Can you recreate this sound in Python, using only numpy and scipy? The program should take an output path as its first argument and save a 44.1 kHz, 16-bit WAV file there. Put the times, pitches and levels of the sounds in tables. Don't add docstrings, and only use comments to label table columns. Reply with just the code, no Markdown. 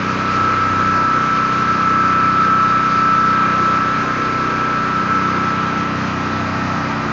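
import sys
import numpy as np
from scipy import signal
from scipy.io import wavfile
from scipy.ndimage import uniform_filter1d

SR = 44100
rng = np.random.default_rng(int(sys.argv[2]) if len(sys.argv) > 2 else 0)


def digitize_waveform(pressure):
    field = np.atleast_2d(pressure).T
    bounded = np.clip(field, -1, 1)
    quanta = np.round(bounded * 32767).astype(np.int16)
    wavfile.write(sys.argv[1], SR, quanta)


def makeup_ratio(level_db):
    decades = np.asarray(level_db, float) / 20
    return 10 ** decades


N = 313992
TEETH = 42


def rms_one(x):
    return x / np.sqrt(np.mean(x ** 2) + 1e-20)


def in_time(rows):
    time_s, value = np.transpose(rows)
    return np.interp(np.arange(N) / SR, time_s, value)


def band(x, low_hz, high_hz):
    sos = signal.butter(2, [low_hz, high_hz], "band", fs=SR, output="sos")
    return signal.sosfilt(sos, x)


def drift(rate_hz):
    hop = 40
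    r = np.exp(-2 * np.pi * rate_hz * hop / SR)
    noise = rng.standard_normal(N // hop + 2002)
    slow = rms_one(signal.lfilter([1], [1, -2 * r, r * r], noise)[2000:])
    return np.interp(np.arange(N) / hop, np.arange(len(slow)), slow)


def resonate(x, hz, width_hz):
    r = np.exp(-np.pi * width_hz / SR)
    feedback = [1, -2 * r * np.cos(2 * np.pi * hz / SR), r * r]
    return signal.lfilter(np.array([1, 0, -1]) * (1 - r * r) / 2, feedback, x)


def resonant_noise(white, hz, width_hz):
    return resonate(resonate(white, hz, width_hz), hz, width_hz)


def engine_cycle():
    # time_s, mesh_hz
    speed = [(0.0, 1320.2), (0.4, 1319.4), (0.79, 1317.2), (1.19, 1320.3), (1.58, 1322.4), (1.98, 1318.6),
             (2.37, 1319.4), (2.77, 1317.6), (3.16, 1318.5), (3.56, 1316.6), (3.96, 1321.4), (4.35, 1322.1),
             (4.75, 1318.3), (5.14, 1320.1), (5.54, 1321.8), (5.93, 1319.7), (6.33, 1318.9), (6.72, 1318.0),
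             (7.12, 1317.7)]
    return 2 * np.pi * np.cumsum(in_time(speed) / TEETH) / SR


def listener_turn():
    # time_s, share of the turn (0-1)
    turn_points = [(0, 0), (1, 0.1), (3.7, 0), (4.8, 0.2), (5.3, 0.2), (5.8, .6), (6.3, .85), (6.8, 1),
                   (7.12, 0.8)]
    return np.clip(in_time(turn_points), 0, 1)


def turned_db(cycle, turn, k):
    # pitch_hz, change_db
    turned_tones = [(94, 0.1), (157, 3), (190, -1.3), (220, 3), (283, 2.2), (400, -4), (690, 4), (950, 2.5),
                    (1250, -5), (1400, 0), (1660, -6.5), (1850, 7.5), (2200, -3.5), (2700, 2.5)]
    hz, db = np.transpose(turned_tones)
    pitch_hz = k * cycle[-1] * SR / (2 * np.pi * N)
    return turn * np.interp(np.log(pitch_hz), np.log(hz), db)


def engine(cycle, turn, tones, puffs):
    delay_rad, strength = np.transpose(puffs)
    out = np.zeros(N)
    for k, db in tones:
        timing = np.angle(np.sum(strength * np.exp(-1j * k * delay_rad)))
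        timing = timing + .1 * drift(5)
        muffler_rad = .07 * (k - 6) ** 2 - .24
        level_db = db + turned_db(cycle, turn, k) + .7 * drift(5.6)
        out += makeup_ratio(level_db) * np.cos(k * cycle + muffler_rad + timing)
    return np.sqrt(2) * out


def first_engine(cycle, turn):
    # multiple of the engine cycle, level_db (rms, before the turn and wavering)
    exhaust = [(1, -52), (2, -52), (3, -34.8), (4, -36), (5, -33.5), (6, -33.3), (7, -32.5), (8, -37.7),
               (9, -32), (10, -43), (11, -47), (12, -40), (13, -47), (14, -44), (16, -42.5), (18, -44),
               (20, -50), (21, -52), (22, -50), (25, -49), (26, -48.5), (27, -51), (28, -46), (29, -50)]
    first_puffs = [(0, -1), (.579, -.578), (1.748, 1.113), (3.366, -.381)]
    return engine(cycle + .51, turn, exhaust, first_puffs)


def second_engine(cycle, turn):
    # multiple of its own cycle, level_db (rms, before the turn and wavering)
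    second_exhaust = [(2, -45.8), (3, -38), (4, -50), (6, -37.7), (7, -51), (8, -42.7), (10, -45.6),
                      (11, -50.5)]
    second_puffs = [(0, -.4), (1.723, -.94), (5.782, -.41), (6.076, .994)]
    # time_s, gain in cycles per second
    speed_gains = [(0, .116), (.445, .111), (.89, .428), (1.335, .069), (1.78, .14), (2.225, -.075),
                   (2.67, -.112), (3.115, .093), (3.56, -.024), (4.005, -.173), (4.45, .06), (4.895, .153),
                   (5.34, .014), (5.785, -.049), (6.23, .326), (6.675, .264), (7.12, -.01)]
    lead_rad = 2 * np.pi * np.cumsum(in_time(speed_gains)) / SR
    return engine(cycle + .885 + lead_rad, turn, second_exhaust, second_puffs)


def gear_level():
    # time_s, whine_db
    gears = [(0.0, -28), (0.04, -29), (0.1, -23), (0.18, -28), (0.2, -22.5), (0.46, -16.5), (0.55, -18.5),
             (0.61, -16), (0.71, -19), (0.95, -16), (1.66, -19), (1.7, -15), (1.76, -21.5), (1.82, -16),
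             (2.58, -14.5), (2.91, -16), (3.25, -14), (3.33, -16.5), (3.84, -17.5), (4.1, -25),
             (4.22, -20.5), (4.58, -21), (5.02, -19.5), (5.06, -26), (5.12, -15), (5.23, -22), (5.25, -19),
             (5.39, -24.5), (5.43, -20), (5.77, -23.5), (6.07, -32), (6.37, -25), (6.48, -31), (6.6, -27.5),
             (7.1, -31), (7.12, -32)]
    return in_time(gears)


def whine(cycle, level_db):
    flutter_db = 0.65 * drift(19.0)
    jitter_rad = 0.1 * drift(6.9)
    return np.sqrt(2) * makeup_ratio(level_db + flutter_db) * np.sin(TEETH * cycle + jitter_rad)


def stack(cycle, turn, tones, waver_db, waver_hz):
    out = np.zeros(N)
    for k, db in tones:
        level_db = db + turned_db(cycle, turn, k) + waver_db * drift(waver_hz)
        out += makeup_ratio(level_db) * np.sin(round(k) * cycle + rng.uniform(0, 2 * np.pi))
    return np.sqrt(2) * out


def casing(cycle, turn, whine_db):
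    # multiple of the engine cycle, level_db (relative)
    side_tones = [(30, -47.6), (31, -40.3), (35, -44.8), (36, -39.1), (37, -36.4), (38, -37.8), (39, -39.3),
                  (40, -32.4), (43, -43.0), (44, -38.0), (45, -42.0), (46, -38.6), (47, -40.5), (48, -41.5),
                  (49, -47.8), (50, -36.8), (51, -41.5), (52, -42.1), (53, -35.9), (55, -44.2), (56, -49.9),
                  (57, -49.4), (58, -45.7), (59, -49.7)]
    # pitch_hz, width_hz (of each pass), level_db (relative)
    casing_modes = [(1149, 300, -1.5), (1286, 310, 0.5), (1607, 120, -2)]
    tones = rms_one(stack(cycle, turn, side_tones, waver_db=2.5, waver_hz=6.4))
    white = rng.standard_normal(N)
    rattle = np.zeros(N)
    for i, (hz, width_hz, db) in enumerate(casing_modes):
        sign = (-1) ** i
        rattle += sign * makeup_ratio(db) * resonant_noise(white, hz, width_hz)
    both = tones + makeup_ratio(-0.5) * rms_one(rattle)
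    smooth_s, follows = .4, 0.28
    slow_db = uniform_filter1d(whine_db, int(smooth_s * SR))
    level_db = -26 + follows * (slow_db + 17.5)
    return makeup_ratio(level_db) * both / np.std(band(both, 1000, 1280))


def clatter(cycle, turn):
    valve_tones = [(60, -51.9), (61, -45.6), (62, -51.3), (63, -53.1), (64, -52.3), (65, -52.9),
                   (67, -47.1), (70, -47.5), (72, -53.9), (73, -52.6), (74, -54.6), (75, -50.8),
                   (76, -53.1), (77, -51.0), (78, -47.1), (79, -53.8), (80, -50.9), (81, -52.9),
                   (82, -53.9), (84, -53.2), (86, -50.9), (87, -55.2), (88, -58.4), (89, -58.6),
                   (90, -56.7), (91, -59.7), (92, -59.0), (94, -60.6), (95, -59.0), (96, -60.6),
                   (97, -59.0), (102, -61.8)]
    return stack(cycle, turn, valve_tones, waver_db=2.0, waver_hz=1.4)


def hums():
    # pitch_hz, width_hz (of each pass), level_db (rms)
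    hum_modes = [(107.4, 15, -42.5), (352, 3.2, -41.5), (353.8, 7.6, -46), (1047.5, 14, -39)]
    out = np.zeros(N)
    for hz, width_hz, db in hum_modes:
        white = rng.standard_normal(N)
        out += makeup_ratio(db) * rms_one(resonant_noise(white, hz, width_hz))
    return out


def spray(turn):
    # (relative, per Hz)
    spray_colour = [(22, -10), (50, -18.5), (75, -3), (140, 1), (200, 4), (330, 2.5), (520, 3), (800, -2),
                    (1100, 3), (1800, -2), (2400, 1), (2900, -8.5), (3600, -8), (4600, -10.5),
                    (5800, -14.5), (7300, -19)]
    # pitch_hz, change_db
    turned_spray = [(250, 3.8), (400, -5.5), (800, 7.5), (1300, -1.3), (2000, 4), (2550, -6), (3200, -2),
                    (4000, 0)]
    # peak_s, rise_db, half_length_s, pitch_hz
    swells = [(0.096, 3.5, 0.46, 403), (3.9, 4, 0.37, 598), (4.0, 9.5, 0.22, 1547), (4.193, 7, 0.57, 394),
              (5.499, 6, 0.8, 397), (5.385, 6.5, .06, 1087), (5.8, 3.5, .5, 2750), (6.697, 2, .4, 750)]
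    # time_s, level_db (rms)
    spray_level = [(0, -30.5), (1, -31), (2, -32), (3, -32), (3.7, -31.5), (4.8, -32.5), (5.5, -32.5),
                   (6.3, -32.5), (6.8, -32), (7.12, -33)]
    hz, db = np.transpose(spray_colour)
    turn_hz, turn_db = np.transpose(turned_spray)
    time_s = np.arange(N) / SR
    swells_db = [rise_db * np.exp(-((time_s - peak_s) / half_s) ** 2)
                 for peak_s, rise_db, half_s, _ in swells]
    swell_pitch = np.log(np.transpose(swells)[3])

    white = rng.standard_normal((2, N))
    out = np.zeros(N)
    edges_hz = 20 * 2 ** (np.arange(28) / 3)
    for k, (low, high) in enumerate(zip(edges_hz, edges_hz[1:])):
        centre = np.log(low * high) / 2
        colour_db = np.interp(centre, np.log(hz), db)
        colour_db = colour_db + turn * np.interp(centre, np.log(turn_hz), turn_db)
        reach = np.exp(-((centre - swell_pitch) / 0.17) ** 2)
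        flicker_db = 1.14 * drift(7.1)
        out += makeup_ratio(colour_db + reach @ swells_db + flicker_db) * band(white[k % 2], low, high)
    return makeup_ratio(in_time(spray_level)) * out / np.std(band(out, 1800, 7000))


def scene():
    cycle, turn, whine_db = engine_cycle(), listener_turn(), gear_level()
    rig = first_engine(cycle, turn) + second_engine(cycle, turn)
    rig += whine(cycle, whine_db)
    rig += casing(cycle, turn, whine_db)
    rig += clatter(cycle, turn) + hums()
    return (rig + spray(turn))[None]


def low_pass(x):
    return signal.sosfilt(signal.butter(12, 7700, fs=SR, output="sos"), x)


def record(dry):
    roll_off_hz, cutoff_hz = 6850, 7900
    dull = signal.sosfilt(signal.butter(12, roll_off_hz, fs=SR, output="sos"), dry)
    narrow = signal.sosfilt(signal.cheby2(20, 60, cutoff_hz, fs=SR, output="sos"), dull)
    return low_pass(narrow)


dry = scene()
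out = record(dry)
digitize_waveform(out)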